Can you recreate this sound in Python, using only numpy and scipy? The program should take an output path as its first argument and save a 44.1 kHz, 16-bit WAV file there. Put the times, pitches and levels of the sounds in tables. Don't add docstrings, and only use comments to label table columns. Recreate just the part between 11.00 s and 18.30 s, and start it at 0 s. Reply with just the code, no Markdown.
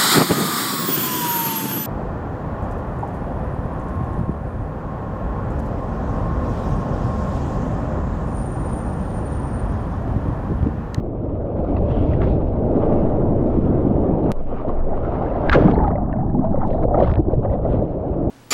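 import sys
import numpy as np
from scipy import signal
from scipy.io import wavfile
from scipy.ndimage import uniform_filter1d

SR = 44100
rng = np.random.default_rng(int(sys.argv[2]) if len(sys.argv) > 2 else 0)


def store_wav(level_fs):
    pcm = np.round(np.clip(np.atleast_2d(level_fs), -1, 1) * 32767)
    wavfile.write(sys.argv[1], SR, pcm.T.astype(np.int16))


def level_to_linear(level):
    exponent = np.asarray(level, float) / 20
    return 10 ** exponent


N = 321930

# time [s], force [dB], weight of water [dB],
# air trapped in the port [dB].
SURF_COURSE = [(0.0, -27, -2.5, -7), (0.47, -29, 4, -1), (0.6, -25.5, 2.5, -0.5), (1.25, -21.5, 3.5, -7),
               (1.8, -18.5, -7.5, -4), (2.05, -20.5, -2.5, -2.5), (2.62, -18, -5, -11.5),
               (3.312, -19.5, -3, -4.5), (3.322, -33.5, 1, -1), (3.92, -30.5, -4, 1.5),
               (4.47, -23.5, 0.5, 0.7), (4.62, -14, -4, -11), (4.95, -26, 4.5, -1), (5.36, -22, -4, -18),
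               (5.8, -25, 4, 0.5), (6.8, -21, 1.5, -4), (6.89, -27, -0.5, -4), (7.29, -21, -3, -6.5)]
# time [s], strength [dB],
# half length [s], pitch [Hz].
PORT_GULPS = [(1.524, -4.5, 0.26, 250), (3.452, -10, 0.049, 706), (3.528, -4, 0.065, 593),
              (3.688, 11.5, 0.029, 320), (3.767, -0.5, .06, 250), (3.921, 6, 0.016, 606),
              (4.057, 10, 0.19, 70), (4.492, 10.5, 0.028, 250), (4.511, -15.5, 0.063, 402),
              (4.565, 16.5, 0.044, 560), (4.675, 1.5, 0.055, 189), (5.38, 6, 0.07, 230),
              (5.443, -8.5, 0.023, 236), (5.52, 4.5, 0.048, 250), (5.574, -4, 0.036, 150),
              (5.784, -6, 0.031, 250), (5.831, 7, 0.037, 199), (5.996, 8.5, 0.099, 620),
              (6.088, 9, 0.076, 60), (5.449, 14.5, 0.049, 750), (6.125, 21, 0.014, 200),
              (6.138, -16, 0.096, 200), (6.194, 24, 0.025, 151), (6.256, -12, 0.082, 120),
              (6.278, 16, 0.016, 80), (6.395, -6.5, 0.082, 606), (6.426, 8, 0.086, 60),
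              (6.446, -11, 0.054, 80.4), (6.59, -11, 0.098, 196), (6.823, 2, 0.016, 298),
              (3.353, -16, 0.046, 150), (3.523, 5.5, 0.043, 190), (5.867, -16.5, .014, 700),
              (6.233, -12, 0.047, 700), (6.36, -5, 0.016, 500), (6.54, 4, 0.032, 600),
              (4.303, -2.5, 0.14, 750), (5.297, 2, 0.083, 230), (1.93, 1.5, 0.069, 560),
              (6.673, 1, 0.033, 700)]
# time [s], pitch [Hz].
PORT_PITCH = [(0, 553), (3.31, 555), (3.33, 599), (4.2, 665.5), (4.55, 554), (4.68, 710), (4.78, 852),
              (4.9, 778), (4.96, 618), (5.15, 634), (5.3, 737), (5.5, 652), (5.63, 843), (5.85, 676),
              (5.96, 579), (6.01, 718), (6.04, 595), (7.3, 585)]
# time [s], submerged share [0-1].
DEPTH = [(0, 0), (4.45, 0.16), (4.58, 0.06), (4.66, 0.36), (4.9, 0.74), (5.55, 0.95), (5.8, 0), (6.1, 0.28),
         (7.3, 0.02)]
# time [s], share [0-1].
PORT_WETNESS = [(0, 0.07), (4.5, 0.55), (4.58, 0.74), (6.8, 1), (6.9, 0.4), (7.3, 0.1)]
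# frequency [Hz], level [dB per Hz].
MUFFLED_TONE = [(12, -32), (20, -6.5), (52, 5), (82, 2), (233, -4.5), (293, -2.5), (461, -6), (605, -6),
                (1040, -27.5), (1140, -31), (1800, -51.5), (2370, -58), (4580, -67), (5950, -96.5),
                (10100, -120)]
# frequency [Hz], level [dB per Hz].
DROWNED_TONE = [(59, -30.5), (100, -9), (184, -9.5), (315, -13.5), (362, -19), (533, -30.5), (627, -5.5),
                (744, -9), (1300, -33.5), (1690, -61.5), (2860, -120)]
# time [s], foam [dB], brightness [dB].
FOAM_COURSE = [(0.0, -47, -20), (0.46, -46.5, -20), (1.0, -39.5, -11), (1.57, -46.5, -17), (1.95, -36, -19),
               (2.26, -43, -20.5), (2.68, -40.5, -17.5), (3.15, -43.5, -19.5), (3.312, -39.5, -17),
               (3.322, -53, -15), (3.51, -39.5, -18.5), (3.88, -43.5, -21.5), (4.1, -36.5, -20.5),
               (4.41, -35.5, -21.5), (4.6, -31, -16), (5.03, -54, -27.5), (5.6, -52.5, -9.5),
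               (7.29, -54.5, -13.5)]
# time [s],
# strength [dB], half length [s], brightness [dB].
SPLASHES = [(0.113, -2.5, 0.11, -2), (0.78, 12, 0.02, -18), (0.81, -4.5, 0.096, 0), (1.198, -1, 0.017, -5),
            (1.229, 13, 0.025, -5.5), (1.828, 4.5, 0.048, -2.5), (1.275, 1.5, 0.11, 5),
            (3.452, -9.5, 0.058, 4.5), (3.696, 1.5, 0.015, 7.5), (4.486, 3.5, 0.063, -1),
            (4.548, -4, 0.062, 6), (4.874, 7.5, 0.14, -3), (5.137, 9, 0.19, -1.5), (5.298, -2, .03, 7.5),
            (5.453, -10, 0.031, 13), (5.48, -10, 0.042, 4), (5.526, 4, 0.046, 1.5),
            (5.628, 19.5, 0.045, -21), (5.728, 6, 0.11, 5.5), (5.835, 14.5, 0.028, -5),
            (5.866, -15, 0.022, -1), (5.942, 14, 0.016, -5), (6.043, 0, 0.059, 11.5),
            (6.09, 16.5, 0.16, -1.5), (6.21, -18, 0.035, 11), (6.33, 6, 0.044, -2), (6.398, -11, 0.062, 13),
            (6.453, 16, 0.018, -11.5), (6.73, 9.5, 0.13, 5.5), (7.124, 9.5, 0.28, -8), (3.61, 2, 0.069, 1),
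            (3.983, -1.5, 0.037, 3), (6.005, 1.5, 0.036, 10), (6.131, -18, 0.0079, 0),
            (6.153, -4, .006, -3), (6.18, 7, .02, -12), (6.525, 6.5, 0.058, 2), (6.66, 11, 0.019, -10),
            (5.89, 1, .02, -2), (5.565, 12, 0.024, -15), (1.004, 0.5, 0.071, -4.5), (5.97, -4, 0.017, 11.5)]
# frequency [Hz], level [dB per Hz].
SPRAY_TONE = [(1200, -16), (2100, -1.5), (3050, -6), (3900, -14.5), (5500, -23), (7500, -34),
              (11000, -66.5)]
# time [s], level [dB].
HEAVE_COURSE = [(0.0, -34), (0.41, -53.5), (1.97, -22), (3.31, -32.5), (3.32, -29), (3.37, -17),
                (3.61, -26), (3.81, -15), (3.98, -20), (4.03, -25.5), (4.19, -32.5), (4.47, -33),
                (4.47, -15.5), (4.82, -40.5), (5.6, -18.5), (6.3, -33), (6.81, -41), (7.29, -38)]
# start [s], peak [dB], pitch [Hz].
GLUGS = [(0.554, -9, 552), (2.003, -9, 553), (3.524, -10, 503), (4.622, -3, 622), (4.681, -9, 755),
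         (4.776, 0, 423), (4.801, -10.5, 877), (4.824, -9, 830), (4.877, -7, 786), (4.952, -9, 583),
         (4.982, -14.5, 722), (5.185, -16.5, 720), (5.441, -10, 688), (5.542, -4, 567), (5.574, -8, 526),
         (5.616, -19.5, 866), (5.744, -7, 633), (5.811, -21, 662), (5.85, 0.5, 510), (5.909, -9, 715),
         (5.943, -2, 570), (5.999, -0.5, 643), (6.021, 5, 552), (6.115, -6, 357), (6.281, -1, 355),
         (6.332, -0.5, 487), (6.387, -8, 432), (6.448, -6.5, 552), (6.737, -10, 517),
         (3.647, -10, 622), (3.929, -17, 800), (4.093, -28, 593), (4.215, -18, 770), (4.312, -9, 547),
           (4.552, 4, 533), (4.652, -14, 640), (4.714, -19, 450), (4.736, -22, 680), (4.905, -13, 438),
           (5.019, -17, 693), (5.109, -22, 627), (5.136, -21.5, 616), (5.157, -19, 618), (5.227, -20, 810),
           (5.348, -17.5, 810), (5.629, -15, 750), (5.649, -17, 860), (5.691, -19, 637), (5.709, -10, 523),
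           (5.787, -16, 708), (5.88, -15, 555), (5.975, -13, 597), (6.51, -12, 543), (6.534, -20, 565),
           (6.554, -26, 650), (6.649, -19, 655), (6.334, -16.5, 613)]
# start [s], peak [dB], pitch [Hz].
BLIPS = [(1.2161, -29, 1140), (3.549, -36, 1090), (3.5975, -23.5, 1140), (3.693, -16.5, 1040),
         (3.9766, -24, 1070), (4.6823, -14, 1200), (4.786, -26, 1460), (4.8803, -32.5, 1280),
         (4.9054, -19.5, 1190), (4.979, -28, 1220), (5.095, -28, 1160), (5.187, -39, 1500),
         (5.3454, -28, 1040), (5.3906, -25.5, 1020), (5.408, -42, 1480), (5.04, -34, 1260),
         (5.6158, -20, 1245), (5.639, -39, 1120), (5.649, -37, 1090), (5.7444, -39, 1060),
         (5.7818, -37, 1460), (5.8247, -34, 1410), (5.9714, -27.5, 1340), (5.9887, -23, 1080),
         (6.0107, -16, 1100), (6.044, -23, 1260), (6.0736, -24, 1080), (6.309, -37, 1060),
         (6.323, -36, 1070), (6.4305, -32.5, 1310), (6.4457, -21.5, 1120), (6.5124, -33, 1060),
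         (6.647, -37, 1040)]
# start [s], peak [dB], pitch
# [Hz].
PLINKS = [(0.765, -31, 1950), (.766, -29, 2590), (1.134, -25, 1900), (1.216, -32.5, 1790),
          (4.486, -16, 1600), (4.4948, -2, 1596), (4.5224, -21, 1630), (4.744, -36, 4000),
          (4.754, -28, 2060), (4.786, -22.5, 1710), (4.837, -36, 1740), (4.8796, -29, 1860),
          (4.9135, -27, 1870), (4.956, -27.5, 1980), (5.125, -39, 2670), (5.128, -23.5, 1750),
          (5.297, -35.5, 1674), (5.731, -34, 1800), (5.831, -32.5, 1620), (5.943, -11.5, 1236),
          (6.165, -37, 1820), (6.004, -26, 1810), (6.0473, -26, 2090), (5.165, -39.5, 2060),
          (6.156, -43, 1730), (6.4449, -37.5, 1880), (6.4977, -37, 1900), (6.5347, -36.5, 1950),
          (5.195, -40, 1850), (5.5812, -44, 2070), (5.6244, -49, 3140), (5.6386, -44, 2220),
          (5.7039, -35.5, 2660), (5.8321, -33, 2160), (5.8835, -55, 2310), (5.9574, -47, 2080),
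          (5.9718, -44, 2360), (5.9818, -32, 2060), (5.9964, -41, 2310), (6.0164, -40, 2160),
          (6.0264, -35, 2420), (6.0364, -40, 2010), (6.0472, -36, 2210), (6.0594, -41, 2220),
          (6.0731, -37, 2660), (6.0824, -48, 2230), (6.1024, -47, 2790), (4.995, -49, 2100),
          (6.5124, -51, 2010), (6.6473, -53, 2010)]
# start [s], peak [dB], pitch [Hz], 60 dB decay [s].
MESH_RINGS = [(4.739, -51, 4230, 0.072), (4.762, -21, 877, 0.16), (4.832, -18, 825, 0.2),
              (4.844, -23, 1250, 0.059), (5.945, -35.5, 1250, 0.052), (5.946, -39, 1880, 0.056),
              (6.094, -40, 1800, 0.05), (6.162, -47.5, 1800, 0.1), (5.20, -25, 748, 0.14),
              (5.44, -15, 658, 0.2), (5.708, -58, 4000, 0.041), (5.452, -44, 1510, 0.081)]
# start [s], peak [dB], pitch [Hz].
THUDS = [
    (4.493, 5, 63.8),
    (5.785, -3.5, 86.7),
    (5.939, -19.5, 71.1),
    (6.271, -9, 74.5),
    (6.478, 4, 83),
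    (6.661, -17, 102),
    (4.616, -5, 199),
    (4.65, 21, 184),
    (6.196, 9, 292),
    (6.822, 11.5, 558),
]
# start [s], peak [dB], dull part above the bright [dB],
# length [s].
DROPS = [(0.767, -42, -1, 0.005), (0.81, -58, 2, .0009), (3.387, -53, -3, 0.002),
         (3.6854, -52, -14, 0.0023), (4.495, -10, 2.5, 0.0027), (4.528, -20, -2, 0.0013),
         (4.5306, -14, -8, 0.0019), (4.548, -29, 13.5, 0.0019), (4.617, -40, 4, 0.003),
         (4.712, -39, 12, 0.0036), (4.835, -42, 0, 0.0022), (4.877, -41.5, 5, 0.0074),
         (5.675, -50, -4, .0026), (5.705, -43, 7, 0.0017), (5.73, -48, 10, 0.0031), (5.824, -51, 8, 0.0011),
         (5.939, -54, -7, .0026), (6.007, -45, 2, 0.0014), (6.0726, -46, 2, 0.0016),
         (6.3376, -49, 8, 0.004), (6.649, -52, 6, .002), (6.717, -50, -3, 0.0014), (4.738, -46, -2, .0015),
         (5.672, -48, -3, 0.0013), (0.782, -42, 4, 0.0025), (5.798, -51, 2, 0.0011),
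         (5.884, -63, 15, 0.0022), (6.037, -44, -1, 0.00084), (6.061, -45, 0, .0015),
         (6.105, -45, -2, 0.0014), (6.31, -58, 13, 0.0022), (6.447, -61, 15, 0.0028),
         (6.512, -64, 10.5, .002), (6.826, -52, 5, .002), (5.772, -56, 0, .0015), (5.957, -52, 0, 0.0018)]
# start [s], peak [dB], dull part above the bright [dB], length [s].
SLAPS = [
    (1.136, -43, 3, .0015),
    (1.2145, -30, 3, .007),
    (6.114, -36, 7, .0012),
    (6.138, -29, 5, .0012),
    (6.1555, -29, 4, .0015),
    (6.199, -52, 3, .001),
]
# start [s], level [dB], pitch [Hz], length [s].
MISTS = [
    (0.858, -55.5, 2950, 0.25),
    (1.245, -61, 3480, 0.13),
    (6.08, -66, 4900, 0.072),
    (6.167, -68, 4840, 0.028),
]
# time [s], level [dB].
SLAM_COURSE = [(4.506, -52), (4.519, -24), (4.533, -14), (4.542, -17), (4.552, -20), (4.57, -33),
               (4.62, -38), (4.72, -38.5), (4.745, -68)]
# frequency [Hz], level [dB per Hz].
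SLAM_TONE = [(700, -2.5), (1400, -1.5), (1900, -12.5), (2900, -20), (4500, -33.5), (6500, -41.5),
             (9500, -62.5), (13000, -71), (16000, -99)]
# time [s], height [dB].
JUMPS = [
    (3.3184, -11),
    (3.3248, -30),
    (4.496, -38),
    (5.673, -42),
    (5.678, -37),
    (5.684, -40),
    (6.826, -54),
    (5.553, -60),
    (6.281, -57),
    (6.378, -57),
]

SOAKED = 0.71


def evened(x):
    return x / np.sqrt(np.mean(x ** 2) + 1e-20)


def read(points, hz):
    f, value = np.transpose(points)
    return np.interp(np.log(hz + 1), np.log(f + 1), value)


def follow(*tables):
    s, *columns = np.concatenate(tables).T
    return [np.interp(np.arange(N) / SR, s, c) for c in columns]


def swells(times, halves, heights):
    out = np.zeros(N)
    for s, half, db in zip(times, halves, heights):
        away = np.abs(np.arange(-half, half, 1 / SR)) / half
        add(out, s - half, db * np.minimum(1.065 * (1 - away), 1))
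    return out


def add(mix, s, sound):
    part = mix[round(s * SR):][:len(sound)]
    part += sound[:len(part)]


def flutter(hz):
    return evened(signal.sosfilt(signal.butter(2, hz, fs=SR, output="sos"), rng.standard_normal(N)))


def clicks(per_s, spread_db):
    size = level_to_linear(spread_db * np.minimum(rng.exponential(1, N), 4))
    sign = rng.choice([-1., 1.], N)
    return evened(size * sign * (rng.random(N) < per_s / SR))


def blend(a, b, share):
    share = np.clip(share, 0, 1)
    return np.sqrt(1 - share) * a + np.sqrt(share) * b


def colour(x, tone, lo_hz, hi_hz, patchy_db):
    hz, _, z = signal.stft(x, SR, nperseg=1024, noverlap=768)
    band = 1 / np.sqrt((1 + (lo_hz / (hz + 1)) ** 8) * (1 + (hz / hi_hz) ** 8))
    patches = uniform_filter1d(rng.standard_normal(z.shape), size=6, axis=0)
    patches = uniform_filter1d(patches, size=8, axis=1)
    z = z * (band * level_to_linear(read(tone, hz)))[:, None] * level_to_linear(patchy_db * evened(patches))
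    return evened(signal.istft(z, SR, nperseg=1024, noverlap=768)[1][:N])


def resonate(x, hz, width):
    turn = np.exp(2j * np.pi * np.cumsum(hz) / SR)
    r = np.exp(-np.pi * width / SR)
    return 2 * (turn * signal.lfilter([1 - r], [1, -r], x / turn)).real


def dulled(x, hz):
    return signal.sosfilt(signal.butter(4, hz, fs=SR, output="sos"), x)


def bubble(db, hz, t60, rise, onset=3):
    t60 = np.clip(t60, .008, .2)
    t = np.arange(0, t60, 1 / SR)
    swing = np.sin(2 * np.pi * hz * (t + rise * t ** 2 / t60))
    fade_in = np.sin(np.pi / 2 * np.minimum(t * hz / onset, 1)) ** 2
    return level_to_linear(db - 60 * t / t60) * swing * fade_in


def surf_controls():
    force_db, weight_db, air_db = follow(SURF_COURSE)
    s, db, half, hz = np.transpose(PORT_GULPS)
    reach = 1.25
    low, mid, top = (swells(s, half, db * np.exp(-(np.log2(hz / layer_hz) / reach) ** 2))
                     for layer_hz in (70, 250, 556))
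    bubbling = .3 + np.maximum(follow(PORT_WETNESS)[0] - SOAKED, 0)
    return force_db + weight_db + low, force_db + mid, force_db + air_db + top, bubbling


def port_pockets(depth):
    pitch = follow(PORT_PITCH)[0] * (1 + 0.089 * flutter(hz=29.2))
    ringing = resonate(clicks(550, spread_db=1.5), pitch, 55)
    ringing = resonate(ringing, pitch, 530)
    pockets = evened(dulled(ringing, hz=1250))
    thin = signal.sosfilt(signal.butter(4, 580, "highpass", fs=SR, output="sos"), pockets)
    return (1 - depth) * pockets + depth * evened(thin)


def surf():
    rumble_db, roar_db, port_db, bubbling = surf_controls()
    depth = follow(DEPTH)[0]
    a, b, c = rng.standard_normal((3, N))
    rumble = colour(a, MUFFLED_TONE, 26, 130, patchy_db=0.0)
    roar_above = colour(b, MUFFLED_TONE, 130, 420, patchy_db=-1.5)
    roar_below = colour(c, DROWNED_TONE, 140, 290, patchy_db=1.5)
    roar = blend(roar_above, roar_below, depth)
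    broad_above = colour(c, MUFFLED_TONE, 420, 950, patchy_db=1.0)
    broad_below = colour(b, DROWNED_TONE, 740, 1100, patchy_db=5.5)
    broad = blend(broad_above, broad_below, depth)
    port = blend(broad, port_pockets(depth), bubbling)
    lumps = level_to_linear(0.73 * flutter(hz=8.2))
    return level_to_linear(rumble_db) * rumble + lumps * (level_to_linear(roar_db) * roar + level_to_linear(port_db) * port)


def foam_controls():
    foam_db, bright_db = follow(FOAM_COURSE)
    s, db, half, tint_db = np.transpose(SPLASHES)
    wash_db = foam_db + swells(s, half, db)
    return wash_db, wash_db + bright_db + swells(s, half, tint_db)


def foam(wash_db, spray_db):
    wet = follow(PORT_WETNESS)[0]
    drive = blend(rng.standard_normal(N), clicks(500, spread_db=2.5), .8 * wet - .07)
    drive = drive * level_to_linear(1.5 * flutter(hz=30))
    wash = colour(drive, MUFFLED_TONE, 1240, 1800, patchy_db=2.5)
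    spray = colour(drive, SPRAY_TONE, 1800, 12000, patchy_db=2.0)
    soaked = np.clip(3.5 * (wet - SOAKED), 0, .9)
    spray = (1 - soaked) * spray + soaked * dulled(dulled(spray, hz=4300), hz=4600)
    return level_to_linear(wash_db + 2.0) * wash + level_to_linear(spray_db - 3.0) * spray


def fizz(wash_db):
    swarm = np.zeros(N)
    for hz in np.geomspace(900, 1900, num=7):
        one = bubble(-11 * np.log2(hz / 900), hz, 40 / hz, rise=0.076)
        swarm += signal.oaconvolve(clicks(30, spread_db=2.5), one)[:N]
    return level_to_linear(wash_db - 1.0) * follow(PORT_WETNESS)[0] * evened(dulled(swarm, hz=4000))


def heave():
    push = np.sin(2 * np.pi * np.cumsum(14.0 + 3.5 * flutter(hz=3)) / SR)
    level_db = uniform_filter1d(follow(HEAVE_COURSE)[0], size=300)
    return level_to_linear(level_db) * evened(np.tanh(2.4 * push))


def bubbles():
    large, small = np.zeros((2, N))
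    for s, db, hz in GLUGS:
        t60 = 0.028 * level_to_linear(-0.43 * db)
        add(large, s, bubble(db - 0.5, hz, t60, rise=0.011, onset=2.2))
    for s, db, hz in THUDS:
        add(large, s, bubble(db - 6.5, hz, 9 / hz, rise=0.041))
    for s, db, hz in BLIPS:
        add(small, s, bubble(db - 0.5, hz, 30 / hz, rise=0.034, onset=2.1))
    for s, db, hz, t60 in MESH_RINGS:
        add(small, s, bubble(db, hz, t60, rise=0.013))
    for s, db, hz in PLINKS:
        add(small, s, bubble(db - 4.0, hz, 42 / hz, rise=0.035))
    ragged = small * level_to_linear(2.0 * flutter(hz=250))
    return dulled(large, hz=1800) + dulled(ragged, hz=5000)


def drop_hits(rows):
    out = np.zeros(N)
    bright = signal.butter(2, [2100, 4300], "bandpass", fs=SR, output="sos")
    dull = signal.butter(2, [1100, 2500], "bandpass", fs=SR, output="sos")
    for s, db, dull_db, length in rows:
        noise = rng.standard_normal(1500)
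        t = np.arange(len(noise)) / SR / max(length, .0003)
        contact = 5 * (np.cumsum(t > .5) == 1)
        burst = (0.35 * noise + contact) * t * np.exp(-2 * t)
        top = signal.sosfilt(bright, burst)
        low = signal.sosfilt(dull, burst)
        add(out, s, level_to_linear(db) * (top / abs(top).max() + level_to_linear(dull_db) * low / abs(low).max()))
    return out


def ticks():
    slaps = dulled(dulled(drop_hits(SLAPS), hz=3800), hz=3900)
    return dulled(dulled(drop_hits(DROPS) + slaps, hz=4340), hz=5160)


def mist():
    out = np.zeros(N)
    for s, db, hz, length in MISTS:
        band = signal.butter(2, [.87 * hz, 1.15 * hz], "bandpass", fs=SR, output="sos")
        hiss = signal.sosfilt(band, rng.standard_normal(SR // 2))[:round(length * SR)]
        add(out, s, level_to_linear(db) * evened(hiss) * np.sqrt(np.hanning(len(hiss))))
    return out


def slam():
    grit = blend(rng.standard_normal(N), clicks(900, spread_db=2.5), .45)
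    grit = grit * level_to_linear(2.5 * flutter(hz=70))
    before = [(SLAM_COURSE[0][0] - .01, -120)]
    after = [(SLAM_COURSE[-1][0] + .03, -120)]
    level_db = follow(before, SLAM_COURSE, after)[0]
    return level_to_linear(level_db) * colour(grit, SLAM_TONE, 1100, 16000, patchy_db=1.5)


def scene():
    wash_db, spray_db = foam_controls()
    water = surf() + foam(wash_db, spray_db) + fizz(wash_db) + heave()
    hits = bubbles() + ticks() + mist() + slam()
    return (water + hits)[None]


def roll_off(x):
    return signal.sosfilt(signal.butter(12, 15270, fs=SR, output="sos"), x)


def record(dry):
    over = np.maximum(abs(dry) - .5, 0)
    out = dry - np.sign(dry) * .5 * over ** 2
    recovery = np.exp(-np.arange(2000) / SR / 0.0072)
    recovery = uniform_filter1d(recovery, size=2, mode="constant")
    for s, db in JUMPS:
        add(out[0], s, -level_to_linear(db) * recovery)
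    out = out * np.interp(np.arange(N), [0, 200, N - 200, N], [.3, 1, 1, .35])
    out = out + level_to_linear(-107) * rng.standard_normal(out.shape)
    return roll_off(out)


dry = scene()
out = record(dry)
store_wav(out)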